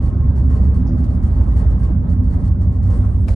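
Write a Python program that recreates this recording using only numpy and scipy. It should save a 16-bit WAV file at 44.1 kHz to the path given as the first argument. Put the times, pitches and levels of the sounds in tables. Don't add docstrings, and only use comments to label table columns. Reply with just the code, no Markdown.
import sys
import numpy as np
from scipy import signal
from scipy.io import wavfile
from scipy.ndimage import map_coordinates

SR = 44100
rng = np.random.default_rng(int(sys.argv[2]) if len(sys.argv) > 2 else 0)


def bounce(signal):
    frames = np.transpose(np.atleast_2d(signal))
    limited = np.clip(frames, -1, 1)
    pcm = np.round(limited * 32767).astype(np.int16)
    wavfile.write(sys.argv[1], SR, pcm)


N = 147735
T = np.arange(N) / SR
LEFT_RIGHT = np.array([[1], [-1]])


def from_db(db):
    return 10 ** (np.asarray(db) / 20)


def rms_one(x):
    return x / np.sqrt(np.mean(x ** 2) + 1e-20)


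def at_hz(points, hz):
    table_hz, value = np.transpose(points)
    return np.interp(np.log(hz), np.log(table_hz), value)


def drift(rate):
    step = 100
    pole = np.exp(-2 * np.pi * step * rate / SR)
    noise = rng.standard_normal(N // step + 2002)
    slow = signal.lfilter([1], [1, -2 * pole, pole * pole], noise)[2000:]
    return np.interp(np.arange(N) / step, np.arange(len(slow)), rms_one(slow - slow.mean()))


def envelope(start, attack, hold, release):
    rise = np.clip((T - start) / attack, 0, 1)
    return rise * np.exp(-np.maximum(T - start - hold, 0) / release)


def cut_above(x, edge_hz):
    return signal.sosfilt(signal.butter(12, edge_hz, fs=SR, output="sos"), x)


# frequency in Hz, correlation from -1 to 1.
SIDE_LIKENESS = [(40, 0.97), (120, 0.92), (280, 0.88), (500, 0.73), (800, 0.17), (1200, 0.036),
                 (2200, 0.37), (4500, 0.62), (9000, .93)]
# frequency in Hz, left minus right in dB.
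SIDE_BALANCE = [(40, -3), (130, -4), (300, -2.5), (650, -0.5), (1300, -2.5), (2600, 2), (5000, 2.5),
                (9000, 0.5)]


def stereo_band(low, high, order=2):
    sos = signal.butter(order, [low, min(high, SR / 2 - 10)], "band", fs=SR, output="sos")
    noise = rng.standard_normal((2, N + SR // 2))
    mid, side = signal.sosfilt(sos, noise)[:, -N:]
    hz = np.sqrt(low * high)
    alike = np.clip(at_hz(SIDE_LIKENESS, hz), -.999, .999)
    pair = np.sqrt(1 + alike) * mid + np.sqrt(1 - alike) * side * LEFT_RIGHT
    return pair * from_db(LEFT_RIGHT * at_hz(SIDE_BALANCE, hz) / 2)


def resonance(hz, width_hz):
    return rms_one(stereo_band(max(hz - width_hz / 2, 20), hz + width_hz / 2))


def coloured_noise(spectrum, flicker_db, flicker_per_s):
    edges = 15.6 * 2 ** (np.arange(30) / 3)
    out = 0
    for low, high in zip(edges, edges[1:]):
        hz = np.sqrt(low * high)
        octaves_outside = max(np.log2(spectrum[0][0] / hz), np.log2(hz / spectrum[-1][0]), 0)
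        if octaves_outside > 1:
            continue
        skirt_db = -24 * octaves_outside
        band_db = at_hz(spectrum, hz) + skirt_db + flicker_db * drift(flicker_per_s)
        out = out + from_db(band_db) * stereo_band(low, high, order=3)
    return rms_one(out)


SNAGS_PER_S, SNAG_S, SNAG_SHARE = 140, .002, .22


def snags():
    catches = (rng.random(N) < SNAGS_PER_S / SR) * rng.exponential(1, N)
    power = signal.lfilter([1], [1, -np.exp(-1 / (SNAG_S * SR))], catches + 1e-18)
    return np.sqrt(1 - SNAG_SHARE + SNAG_SHARE * power / power.mean())


WHEEL_HZ = 6.285
DRONE_DB, DRONE_PAN_DB = 0.2, -0.5
SWELL_DB, SWELL_PER_S, SLIP_RAD = 1.0, 1.09, 0.58
THUMP_S, THUMP_SMEAR_RAD = 1.243, 1.235
# multiple, level in dB before DRONE_DB and the swells.
WHEEL_MULTIPLES = [(7, -34.5), (8, -35), (9, -25.5), (10, -34), (11, -21), (12, -33.5), (13, -25),
                   (15, -27), (16, -26.5), (19, -36.5), (27, -38.5), (29, -36.5), (30, -39), (33, -38),
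                   (39, -40.5), (40, -41)]
# multiple, centre in seconds, seconds from there until 1/e of the gain in dB, gain in dB.
MULTIPLE_SWELLS = [(7, 0.13, 0.35, 6.5), (7, 3.6, .25, 7), (9, 1.55, 0.55, 8), (9, 3, .22, 5),
                   (9, 0.15, .15, -8.5), (10, 3.5, 0.12, 9.5), (11, 0.43, 0.59, 5), (12, 4.1, .22, 8.5),
                   (13, 1.3, 0.2, 4), (13, .05, .3, -4), (15, 0.038, .25, 5), (15, 2.8, 0.81, 8),
                   (16, 1.65, 0.13, -8.5), (16, 2.95, 0.26, 3.5), (19, .35, .25, 13), (19, 1.4, 0.25, 6),
                   (27, 2.3, 0.41, 8), (29, 0.71, 0.17, 6.5), (30, 1.2, .25, 7), (30, 3.3, 0.15, 6.5),
                   (39, 1.05, 0.52, 6)]


def wheel_drone():
    out = 0
    for multiple, db in WHEEL_MULTIPLES:
        swell_db = sum(gain * np.exp(-((T - centre) / length) ** 2)
                       for swelling, centre, length, gain in MULTIPLE_SWELLS if swelling == multiple)
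        turning = 2 * np.pi * multiple * WHEEL_HZ * (T - THUMP_S)
        smear = THUMP_SMEAR_RAD * rng.standard_normal()
        phase = turning + smear + SLIP_RAD * drift(SWELL_PER_S)
        level_db = db + DRONE_DB + swell_db + SWELL_DB * drift(SWELL_PER_S)
        out = out + from_db(level_db) * np.sqrt(2) * np.sin(phase)
    return out * from_db(DRONE_PAN_DB * LEFT_RIGHT)


# frequency in Hz, relative density in dB per Hz.
RUMBLE_COLOUR = [(15, -25.5), (28, -13.5), (45, -2.5), (68, -1.5), (100, -3.5), (145, -12), (200, -15.5),
                 (300, -25.5), (420, -33), (600, -37.5), (1000, -52.5)]


def rumble():
    return from_db(-19) * coloured_noise(RUMBLE_COLOUR, flicker_db=0.5, flicker_per_s=1.7)


# frequency in Hz, width in Hz, dB relative to the growl level.
WALL_RESONANCES = [(135.8, 28, -5), (180.6, 24, -8), (209, 12, -12), (230.3, 14, -11), (249.47, 14, -5.5),
                   (269.3, 18, -11.5)]
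# time in seconds, level in dB.
WALL_LEVEL = [(0, -34), (.45, -30), (.8, -25.5), (1.3, -28), (1.7, -32), (1.92, -26.5), (2.35, -26.5),
              (2.7, -32), (3.3, -31.5)]


def growl():
    level_db = np.interp(T, *np.transpose(WALL_LEVEL))
    return from_db(level_db) * sum(from_db(db) * resonance(hz, width) for hz, width, db in WALL_RESONANCES)


ROAR_DB, ROAR_EDGE_HZ = 1.5, 2260
HISS_DB = -24.5
# frequency in Hz, relative density in dB per Hz.
ROAR_COLOUR = [(200, -3), (400, 0.5), (600, -7), (800, -4.5), (1150, -12), (1500, -17.5), (1950, -23),
               (2400, -27.5)]
# time in seconds, level in dB before ROAR_DB.
ROPE_LEVEL = [(.03, -42), (.2, -44), (.38, -42.5), (.47, -46), (.55, -38.5), (.68, -44), (.9, -42),
              (1.18, -44), (1.33, -40.5), (1.52, -41.5), (1.62, -39), (1.75, -42), (1.9, -41), (2.0, -46.5),
              (2.08, -42.5), (2.23, -48), (2.35, -41), (2.58, -47.5), (2.63, -44), (2.8, -49.5),
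              (2.92, -40.5), (3.05, -42), (3.22, -49)]
# frequency in Hz, relative density in dB per Hz.
HISS_COLOUR = [(2300, 0.5), (3200, -1.5), (4000, -5.5), (5000, -7), (7000, -10), (9000, -8.5),
               (11200, -16.5)]


def rope_roar(level_db):
    roar = cut_above(coloured_noise(ROAR_COLOUR, flicker_db=3.0, flicker_per_s=41), ROAR_EDGE_HZ)
    hiss = from_db(HISS_DB) * coloured_noise(HISS_COLOUR, flicker_db=2.5, flicker_per_s=33)
    return from_db(level_db + ROAR_DB) * (roar + hiss)


RING_WANDER_SHARE, RING_WANDER_PER_S = .006, 2
RING_FADE_DB, RING_FADE_PER_S = 2.2, 3


def loose_ring(hz, width_hz):
    warped = T + np.cumsum(RING_WANDER_SHARE * drift(RING_WANDER_PER_S)) / SR
    ring = np.array([np.interp(warped, T, side) for side in resonance(hz, width_hz)])
    return rms_one(ring * from_db(RING_FADE_DB * drift(RING_FADE_PER_S)))


# frequency in Hz, width in Hz, level in dB when the roar is at its mean dB.
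PANEL_RINGS = [(327.3, 19, -45), (582, 36, -51), (800, 57, -60), (1074, 40, -55), (1181, 40, -63.5),
               (1279, 45, -60), (1604, 44, -65), (1897, 45, -70.5)]


def panels(level_db):
    rings = sum(from_db(db) * loose_ring(hz, width) for hz, width, db in PANEL_RINGS)
    return rings * from_db(level_db - level_db.mean())


def rolling():
    level_db = np.interp(T, *np.transpose(ROPE_LEVEL))
    return rumble() + growl() + rope_roar(level_db) + panels(level_db)


# start in seconds, centre in Hz, level in dB.
FITTING_BUMPS = [(0.544, 458, -35.5), (1.599, 618, -35), (1.71, 440, -40.5), (1.875, 335, -31.5),
                 (2.025, 1150, -47.5), (3.024, 1140, -41), (3.075, 680, -44.5)]
BUMP_WIDTH_SHARE = .35


def bumps():
    return sum(from_db(db) * envelope(start, attack=.026, hold=.015, release=.03)
               * resonance(hz, BUMP_WIDTH_SHARE * hz) for start, hz, db in FITTING_BUMPS)


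RUSTLE_ATTACK_S, RUSTLE_RELEASE_S, RUSTLE_EDGE_HZ = 0.0026, 0.029, 10000
# start in seconds, seconds until the fade, level in dB.
RUSTLE_STROKES = [(.02, 0.054, -54.5), (0.356, 0.039, -55), (0.432, .02, -62), (0.495, 0.08, -55.5),
                  (0.619, 0.048, -57), (0.74, 0.036, -55), (0.975, 0.029, -57.5), (1.035, 0.013, -55),
                  (1.085, 0.069, -59.5), (1.225, 0.04, -54.5), (1.327, 0.036, -61), (1.355, 0.16, -62.5),
                  (1.51, 0.061, -63), (1.56, 0.051, -52), (1.695, 0.028, -59.5), (1.79, 0.034, -59.5),
                  (1.826, 0.019, -52), (2.087, 0.044, -56.5), (2.233, 0.037, -60.5), (2.302, 0.043, -56.5),
                  (2.395, 0.029, -60.5), (2.437, 0.046, -55), (2.611, 0.016, -56), (2.721, 0.044, -60),
                  (2.826, 0.081, -56), (2.898, 0.068, -55.5), (3.005, 0.046, -64)]
# frequency in Hz, relative density in dB per Hz.
RUSTLE_COLOUR = [(400, 4), (1100, 11), (1900, 3.5), (2500, -2), (3100, -1), (3800, -4), (4500, -2.5),
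                 (7000, -2.5), (8900, 1), (11200, -6.5)]
# frequency in Hz, width in Hz, dB relative to the stroke.
STROKE_RINGS = [(1086, 37, -1), (1890, 90, -9), (2925, 140, -19.5), (4420, 260, -13.5), (5300, 200, -20)]
# start in seconds, seconds until the fade, level in dB.
SLOW_RUBS = [(1.243, 0.19, -68.5), (2.883, 0.58, -63)]
# frequency in Hz, relative density in dB per Hz.
RUB_COLOUR = [(2500, 1), (5400, -4), (7000, -8), (8900, 3.5), (11200, -19.5)]


def rustles():
    stroke_power = sum((from_db(db) * envelope(start, RUSTLE_ATTACK_S, hold, RUSTLE_RELEASE_S)) ** 2
                       for start, hold, db in RUSTLE_STROKES)
    grain = snags() * coloured_noise(RUSTLE_COLOUR, flicker_db=1.5, flicker_per_s=28)
    rings = sum(from_db(db) * resonance(hz, width) for hz, width, db in STROKE_RINGS)
    strokes = np.sqrt(stroke_power) * (grain + rings)
    rub_gain = sum(from_db(db) * envelope(start, .04, hold, RUSTLE_RELEASE_S) for start, hold, db in SLOW_RUBS)
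    rubs = rub_gain * coloured_noise(RUB_COLOUR, flicker_db=2.5, flicker_per_s=25)
    return cut_above(strokes + rubs, RUSTLE_EDGE_HZ)


SQUEAK_HZ, SQUEAK_WIDTH_HZ = 5400, 1400
# start in seconds, seconds until the fade, level in dB.
SQUEAK_SCUFFS = [(.212, .05, -76), (0.864, .018, -56.5), (0.918, .04, -74.5)]


def squeaks():
    gain = sum(from_db(db) * envelope(start, .0074, hold, .025) for start, hold, db in SQUEAK_SCUFFS)
    return gain * snags() * resonance(SQUEAK_HZ, SQUEAK_WIDTH_HZ)


CONTACT_HOLD_S, CONTACT_DECAY_S = 0.00094, 0.0012
CLICK_TAIL_DB, CLICK_TAIL_S = -9, 0.058
KNOCK_HZ, KNOCK_WIDTH_HZ, KNOCK_DB = 570, 150, 8
CLICK_RISE_S, CLICK_PAN_DB = .0007, 1
# time in seconds, level in dB.
CLICK_CONTACTS = [(3.2753, -50), (3.2786, -43), (3.2829, -35), (3.2841, -37), (3.2868, -46), (3.2903, -41)]
# frequency in Hz, relative density in dB per Hz.
CLICK_COLOUR = [(400, -7), (700, 6.5), (1500, 0.5), (2300, -5.5), (3300, -14.5), (4500, -9), (6200, -13),
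                (8900, -11.5), (11200, -18)]
# frequency in Hz, level in dB relative to the hardest contact, seconds to fall by 60 dB.
FITTING_MODES = [(592, -12, .2), (1174, -23, .1), (2090, -7, .022), (2320, 3, .028), (4856, -11, .023),
                 (6729, -14, .02)]


def click():
    contacts = sum(from_db(db) * envelope(start, .00021, CONTACT_HOLD_S, CONTACT_DECAY_S)
                   for start, db in CLICK_CONTACTS)
    tail_power = sum((from_db(db) * envelope(start, .0043, CONTACT_HOLD_S, CLICK_TAIL_S)) ** 2
                     for start, db in CLICK_CONTACTS)
    tail = from_db(CLICK_TAIL_DB) * np.sqrt(tail_power)
    crack = (contacts + tail * snags()) * coloured_noise(CLICK_COLOUR, flicker_db=1, flicker_per_s=80)
    hardest_s, hardest_db = max(CLICK_CONTACTS, key=lambda row: row[1])
    age = np.maximum(T - hardest_s, 0)
    ring = 0
    for hz, db, t60 in FITTING_MODES:
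        decay_db = -60 * np.minimum(age / t60, 3)
        ring = ring + from_db(hardest_db + db + decay_db) * np.sin(2 * np.pi * hz * age)
    ring = ring * np.minimum(age / CLICK_RISE_S, 1) * from_db(CLICK_PAN_DB * LEFT_RIGHT)
    knock = tail * from_db(KNOCK_DB) * resonance(KNOCK_HZ, KNOCK_WIDTH_HZ)
    return crack + ring + knock


def scene():
    return wheel_drone() + rolling() + bumps() + rustles() + squeaks() + click()


RIGHT_LAG_S, EASE_S, CUTOFF_HZ = .00003, .008, 12300


def record(dry):
    right = map_coordinates(dry[1], [np.arange(N) - RIGHT_LAG_S * SR], order=3, mode="nearest")
    to_nearest_end = np.minimum(T, T[-1] - T)
    ease = np.sin(np.pi / 2 * np.minimum(to_nearest_end / EASE_S, 1)) ** 2
    top_cut = signal.ellip(10, .2, 80, CUTOFF_HZ, fs=SR, output="sos")
    return signal.sosfilt(top_cut, ease * [dry[0], right])


dry = scene()
out = record(dry)
bounce(out)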